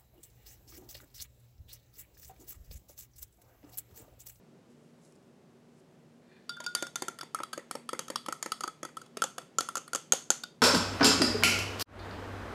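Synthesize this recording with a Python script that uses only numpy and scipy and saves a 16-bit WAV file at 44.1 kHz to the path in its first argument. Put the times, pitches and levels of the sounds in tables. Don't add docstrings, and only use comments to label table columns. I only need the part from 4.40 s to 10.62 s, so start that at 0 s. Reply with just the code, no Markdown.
import sys
import numpy as np
from scipy import signal
from scipy.fft import rfft, irfft, next_fast_len
from scipy.io import wavfile
from scipy.ndimage import map_coordinates

SR = 44100
rng = np.random.default_rng(int(sys.argv[2]) if len(sys.argv) > 2 else 0)


def invert_db(x):
    u = np.asarray(x, float) / 20
    return 10 ** u


def unload_wav(signal):
    wavfile.write(
        sys.argv[1],
        SR,
        np.round(np.clip(np.atleast_2d(signal).T, -1, 1) * 32767).astype(np.int16),
    )


N = 274257


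def unit(x):
    return x / np.sqrt(np.mean(x ** 2) + 1e-20)


def along(points, hz):
    f, v = np.transpose(points)
    return np.interp(np.log(hz + 1), np.log(f + 1), v)


def level(rows):
    s, db = np.transpose(rows)
    return invert_db(np.interp(np.arange(N) / SR, s, db, -120, -120))


def swell(s, db, rise, fall):
    t = np.arange(N) / SR - s
    return invert_db(db - 20 * np.maximum(-t / rise, t / fall))


def wobble(rate):
    knots = rng.standard_normal(int(N * rate / SR) + 4)
    return map_coordinates(knots, [np.arange(N) * rate / SR])


def filtered(x, response):
    m = next_fast_len(N + 8192)
    return irfft(rfft(x, m) * response(np.fft.rfftfreq(m, 1 / SR)), m)[:N]


def crackle(per_s, spread_db):
    draw = rng.standard_normal((3, N))
    ticks = rng.random(N) < per_s / SR
    return unit(ticks * invert_db(spread_db * draw[0]) * np.sign(draw[1]))


def room_tone():
    # (frequency [Hz], level [dB per Hz])
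    air_colour = [(15, -49.5), (38, -35), (60, -27), (100, -19), (150, -6), (240, -11.5), (387, -11.5),
                  (581, -16.5), (850, -23.5), (1720, -30.5), (4000, -36.5), (7650, -40), (12000, -48),
                  (16400, -55.5)]
    # (frequency [Hz], level [dB])
    fridge = [(151, -70), (237, -63), (291, -88.5), (377, -71)]
    air = unit(filtered(rng.standard_normal(N), lambda hz: invert_db(along(air_colour, hz))))
    t = np.arange(N) / SR
    hum = np.zeros(N)
    for hz, db in fridge:
        loudness = invert_db(db + 3.5 * wobble(9))
        hum += loudness * np.sin(2 * np.pi * hz * t + 0.9 * wobble(10))
    return invert_db(-60.5 + 0.32 * wobble(2.1)) * air + hum


def towel():
    # (peak time [s], level [dB], rise [s per 20 dB], fall [s per 20 dB])
    drags = [
        (.3, -77, .003, 0.1),
        (.44, -81, .1, 0.2),
        (.656, -70, .09, .13),
        (.832, -83, .04, .06),
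        (1.406, -73, 0.087, 0),
    ]
    # (time [s], peak level [dB])
    snaps = [
        (0.6494, -63),
        (0.65, -55),
        (0.6574, -61),
        (0.723, -57),
        (0.7542, -57),
        (0.7604, -57),
    ]
    # (frequency [Hz], level [dB per Hz])
    paper = [(2500, -36), (4500, 2), (8000, 6), (11000, -1), (15000, -27)]
    rustle = unit(rng.standard_normal(N) + 0.6 * crackle(900, spread_db=-4))
    drag = sum(swell(*row) for row in drags) * rustle
    for s, db in snaps:
        drag[round(s * SR):][:90] += invert_db(db - 5) * rng.standard_normal(90) * np.hanning(90)
    return invert_db(2.5) * filtered(drag, lambda hz: invert_db(along(paper, hz)))


def drink():
    # (time [s], level [dB])
    dip = [
        (1.82, -87),
        (1.912, -77),
        (1.918, -71),
        (1.934, -74),
        (1.972, -72),
        (2.08, -83),
    ]
    # (resonance [Hz], width [Hz], level [dB])
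    froth_modes = [(1780, 550, 0), (2330, 260, -3), (3650, 350, -7), (4200, 550, -8)]
    # (peak time [s], level [dB], rise [s per 20 dB], fall [s per 20 dB])
    splash = (2.243, -50, .03, .03)
    # (frequency [Hz], level [dB])
    wash = [(300, -105), (800, 14.5), (3000, 9.0), (7000, 2.0), (14000, -50.5)]
    start_s, end_s, edge_s, swirl_db = 2.1, 6.1, 0.1, -70

    def hollow(f):
        total = 0
        for centre, width, db in froth_modes:
            damping = 1j * f * width
            total = total + invert_db(db) * (damping / (centre * centre - f * f + damping)) ** 2
        return total

    froth = unit(filtered(crackle(1000, spread_db=-0.5) + 0.8 * rng.standard_normal(N), hollow))
    hiss = crackle(2500, spread_db=3) + rng.standard_normal(N)
    swirl = unit(filtered(hiss, lambda f: invert_db(along(wash, f))))
    swirl *= invert_db(2 * wobble(14))
    held = level([(start_s - edge_s, swirl_db - 16), (start_s, swirl_db),
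                  (end_s, swirl_db), (end_s + edge_s, swirl_db - 15.5)])
    return invert_db(7.0) * level(dip) * froth + invert_db(-3.5) * (held + swell(*splash)) * swirl


def bubbles():
    # (time [s], level [dB], pitch [Hz], time to fall 30 dB [s])
    pockets = [
        (1.916, -51, 1650, .012),
        (3.012, -52, 1050, .03),
        (3.131, -33, 1533, 0.032),
        (3.193, -38, 1900, .015),
        (3.372, -47, 2090, .01),
        (3.547, -38, 2050, .012),
    ]
    rise = 2.1
    out, t = np.zeros(N), np.arange(SR // 8) / SR
    for s, db, hz, fall_s in pockets:
        note = np.sin(2 * np.pi * hz * (t + rise * t * t / 2))
        note *= 1 - np.exp(-t / 0.0014)
        out[round(s * SR):][:len(t)] += invert_db(db - 30 * t / fall_s) * note
    return out * invert_db(3 * wobble(150))


def contacts():
    # (time [s], edge peak [dB], wall ring [dB], upper ring [dB], spoon ring [dB])
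    taps = [(2.093, -32, -5.5, 2, -8.5), (2.2628, -32.5, -2, 3, -2.5), (2.4671, -39, 0, -1, -0.5),
            (2.7873, -33.5, -8.5, -5.5, -13), (2.81, -36, -2.5, 6, -6.5), (2.946, -20.5, -8, -18, -12),
            (3.033, -32, 1, -0.5, -8), (3.3105, -22, -9, -12.5, -18), (3.4898, -27.5, -5.5, -5.5, -14),
            (3.681, -38, -4, -2, -1), (3.7575, -23.5, -2.5, 0.5, -9), (3.8611, -34, -6, -3.5, -13),
            (3.9239, -25, -4.5, -11.5, -7), (4.0261, -25, -18, -7, -2), (4.119, -23.5, -3.5, -1.5, -5.5),
            (4.2066, -29, -6, -7.5, -5.5), (4.2357, -33, 1, 1, 0.5), (4.569, -31.5, -6, -8.5, -12),
            (4.6149, -44.5, 0.5, -8, -2.5), (4.8196, -18.5, -1.5, -6, -5), (5.2873, -28, -2, -8.5, -7.5),
            (5.3541, -26, -1, -5.5, 0), (5.478, -39, -5, -9.5, -14), (6.0356, -38, -0.5, 8, 2)]
    # (time [s], edge peak [dB], thud [dB], wall ring [dB], spoon ring [dB])
    knocks = [(2.202, -40.5, 15, -7, 2), (2.4238, -23.5, 4.5, -10.5, -4), (2.6209, -25, 8, -18, -4.5),
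              (2.682, -29, 9.5, -1.5, 1), (2.8305, -42, 18, -10, -5), (3.0022, -42.5, 24, 5, -12),
              (3.1763, -37.5, 19, -7, -3), (3.3524, -31, 13.5, -14, -16), (3.5306, -31.5, 15.5, -4.5, -7),
              (3.701, -30, 12, -17, -6.5), (3.8842, -31.5, 15.5, -1, -7), (4.0597, -32, 14, -5.5, -1.5),
              (4.2405, -41, 22, 5, 2), (4.2763, -33, 8, -1, -3.5), (4.4298, -35.5, 17.5, -2, 1.5),
              (4.4497, -36, 10.5, -1, -3.5), (4.7699, -30, 8, -18, -8), (4.981, -29, 5.5, -5, -3.5),
              (5.2067, -23.5, 3, -32, -1.5), (5.3762, -39.5, 14.5, -4, 9), (5.5318, -26, 4, -4.5, -4.5),
              (5.7325, -26.5, 11.5, -27, 5.5), (5.9137, -29.5, 5, -30, -3)]
    # (time [s], edge peak [dB], thud [dB], wall ring [dB], spoon ring [dB])
    slaps = [
        (2.3498, -16.5, -43, -20, -4.5),
        (2.5565, -23.5, -31, -11.5, -1),
        (3.5915, -26, 4.5, -17.5, 0.5),
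        (4.8386, -30.5, 14, -20, 8.5),
        (5.1842, -30, 11, 5, 17),
        (5.3688, -41.5, 19, 6, 15.5),
        (5.5483, -31, 10, -4, 12),
        (5.557, -27, 5.5, -29, 2.5),
        (5.7215, -16.5, -1, -11, 8),
        (5.9029, -19.5, 1, -9.5, 9.5),
    ]
    # (time [s], edge peak [dB], wall ring [dB], contact [ms])
    rubs = [(2.1031, -49.5, -4, 2), (2.166, -53, 8, 5), (2.238, -42, -14, 6.5), (2.954, -52, 15, 2.4),
            (2.9874, -46.5, 9, 2.5), (3.129, -33, -3, 7.1), (3.195, -55, 2, 3.8), (3.5483, -53, 8, 3.3),
            (4.4882, -59, 8, 3.4), (4.661, -55, -8, 2.6), (4.7906, -57, -10, 2), (5.014, -54.5, 4, 2.9)]
    # (time [s], foot pitch [Hz])
    foot_pitch = [
        (2.3, 667),
        (2.42, 368),
        (4.4, 352),
        (5.1, 527),
    ]
    # (time [s], thud [dB])
    tap_thud = [
        (4.1, -22),
        (4.5, -7),
    ]
    side_hz = 565

    def quick(ms, db):
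        return ms * invert_db(-0.17 * (db + 30))

    def at(s, rows):
        return np.interp(s, *np.transpose(rows))

    touches = []
    for s, db, wall, upper, spoon in taps:
        touches.append((s, db, at(s, tap_thud), wall, upper, spoon, quick(2.42, db), side_hz))
    for s, db, thud, wall, spoon in knocks:
        touches.append((s, db, thud, wall, -6, spoon, quick(2.7, db), at(s, foot_pitch)))
    for s, db, thud, wall, spoon in slaps:
        touches.append((s, db, thud, wall, -5.5, spoon, quick(2.37, db), side_hz))
    for s, db, wall, ms in rubs:
        touches.append((s, db, -9, wall, -0.5, -5, ms, side_hz))
    return sorted(touches)


def contact(ms):
    u = np.arange(SR // 50) / SR / (ms / 1000)
    skid = rng.standard_normal(len(u)) * (1 - np.exp(-u / 0.22)) * np.exp(-u ** 2 * 0.91)
    skid[3] += 8 / ms
    return skid / np.linalg.norm(skid)


def ring(modes, t, scatter_db, detune):
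    hz, db, t60 = np.transpose(modes)[:, :, None]
    chance = rng.standard_normal((2, len(modes), 1))
    u = t[t < 1.5 * t60.max()]
    fade = invert_db(db + scatter_db * chance[1] - 60 * u / t60)
    y = np.sum(fade * np.sin(2 * np.pi * hz * (1 + detune * chance[0]) * u), axis=0)
    return np.pad(y / np.max(np.abs(y)), (0, len(t) - len(u)))


def echo():
    # (delay [s], level [dB])
    walls = [(.0045, -9), (0.009, -27), (0.0206, -28), (.032, -41)]
    # (frequency [Hz], t60 [s])
    kitchen = [(200, 0.16), (1000, 0.28), (4000, 0.31), (8000, 0.31), (14000, 0.27)]
    # (frequency [Hz], level [dB])
    kitchen_colour = [(250, 2), (1300, -2), (2600, 2), (3450, 6.5), (7000, -3.5), (12000, -1), (14200, -13),
                      (15300, -36)]
    hz, t, z = signal.stft(rng.standard_normal(SR // 3), SR, nperseg=256)
    fade_db = along(kitchen_colour, hz)[:, None] - 60 * t / along(kitchen, hz)[:, None]
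    tail = signal.istft(z * invert_db(fade_db), SR, nperseg=256)[1]
    tail *= 1 - np.exp(-np.arange(len(tail)) / SR / 0.0017)
    tail *= invert_db(-9) / np.linalg.norm(tail)
    smear = invert_db(-60 * np.arange(200) / SR / 0.0018) / 3
    for s, db in walls:
        tail[round(s * SR):][:len(smear)] += invert_db(db) * smear * rng.standard_normal(len(smear))
    return tail


def clinks():
    # (time [s], wall pitch [Hz], wall t60 [s])
    foam = [
        (2.09, 1412, 0.23),
        (2.36, 1421, 0.14),
        (2.55, 1416, 0.043),
        (3.05, 1310, 0.021),
        (3.7, 1308, 0.021),
        (4.2, 1294, 0.042),
        (4.9, 1341, 0.03),
        (5.4, 1347, 0.021),
        (6.0, 1463, 0.024),
    ]
    # (frequency [Hz], level [dB], t60 [s])
    edge = [(1680, 0, 0.011), (1850, 2, 0.021), (2344, -3, 0.013), (8550, -8, 0.0075), (8440, 6, 0.006),
            (9510, 7.5, 0.0057), (9610, 7.5, 0.0044), (10240, -16, 0.018), (11040, -18, 0.014),
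            (11500, -36.5, 0.013)]
    # (frequency [Hz], level [dB], t60 [s])
    click = [(1970, 1.5, 0.0032), (8200, 7, 0.0017), (9600, -21.5, 0.001)]
    # (multiple of its pitch, level [dB], t60 [s])
    thud = [(1, -3, 0.032), (1.45, 0, 0.021), (5.3, 6.5, 0.0038), (2.6, 10.5, 0.0058)]
    # (frequency in clear drink [Hz], level [dB], share of wall t60, follows wall pitch [power])
    upper = [(3250, -10, .15, .3), (3540, -13, .9, .6), (3575, -16, .7, .6), (3850, -16, .3, 0),
             (4650, 2, .1, -.15), (5440, -4, .15, 0)]
    # (frequency [Hz], level [dB], t60 [s])
    bowl = [(6440, 0, .012), (6920, 0, .01), (7480, -7, .01)]
    out, t = np.zeros(N + SR), np.arange(SR // 4) / SR
    when, pitches, fades = np.transpose(foam)
    for s, db, thud_db, wall_db, upper_db, spoon_db, ms, foot in contacts():
        hz, t60 = np.interp(s, when, pitches), np.interp(s, when, fades)
        foot_modes = [(k * foot, g, d) for k, g, d in thud]
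        wall_modes = [(hz, 0, t60), (hz * 1.08, -9, t60 * 0.35)]
        upper_modes = [(f * (hz / 1412) ** k, g, 0.007 + share * t60) for f, g, share, k in upper]
        rings = np.array([ring(edge, t, scatter_db=2.5, detune=0.015),
                          ring(foot_modes, t, scatter_db=3, detune=0.05),
                          ring(wall_modes, t, scatter_db=3, detune=0.006),
                          ring(upper_modes, t, scatter_db=3, detune=0.003 + 0.0003 / t60),
                          ring(bowl, t, scatter_db=2.5, detune=0.01)])
        rings[2] *= 1 - np.exp(-t / 0.00078)
        parts = signal.fftconvolve(rings, contact(ms)[None], axes=1)[:, :len(t)]
        parts[1] = rings[1] * (1 - np.exp(-t / 0.00093))
        gains = invert_db([0, thud_db - 7.0, wall_db + 7.0, upper_db + 5.5, spoon_db + 5.0])
        gains = gains / np.max(np.abs(parts), axis=1)
        rings[0] = ring(click, t, scatter_db=2, detune=0.02)
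        strength = gains * np.linalg.norm(parts, axis=1) / np.linalg.norm(rings, axis=1)
        spread = rings * strength[:, None]
        wet = signal.fftconvolve(invert_db([-0.5, -0.5, -6.5, -7, -3.5]) @ spread, echo())
        wet[:len(t)] += gains @ parts
        out[round((s + 0.0006) * SR):][:len(wet)] += invert_db(db - 2) * wet
    out = signal.sosfilt(signal.butter(3, 190, "high", fs=SR, output="sos"), out[:N])
    jolt_band = signal.butter(2, [22, 70.6], "band", fs=SR, output="sos")
    out += invert_db(-38.5) * signal.sosfilt(jolt_band, np.abs(out))
    return signal.sosfilt(signal.butter(6, 13500, fs=SR, output="sos"), out)


def scene():
    return (room_tone() + towel() + drink() + bubbles() + clinks())[None]


def roll_off(x):
    return signal.sosfilt(signal.butter(12, 16500, fs=SR, output="sos"), x)


def record(dry):
    return roll_off(dry)


dry = scene()
out = record(dry)
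unload_wav(out)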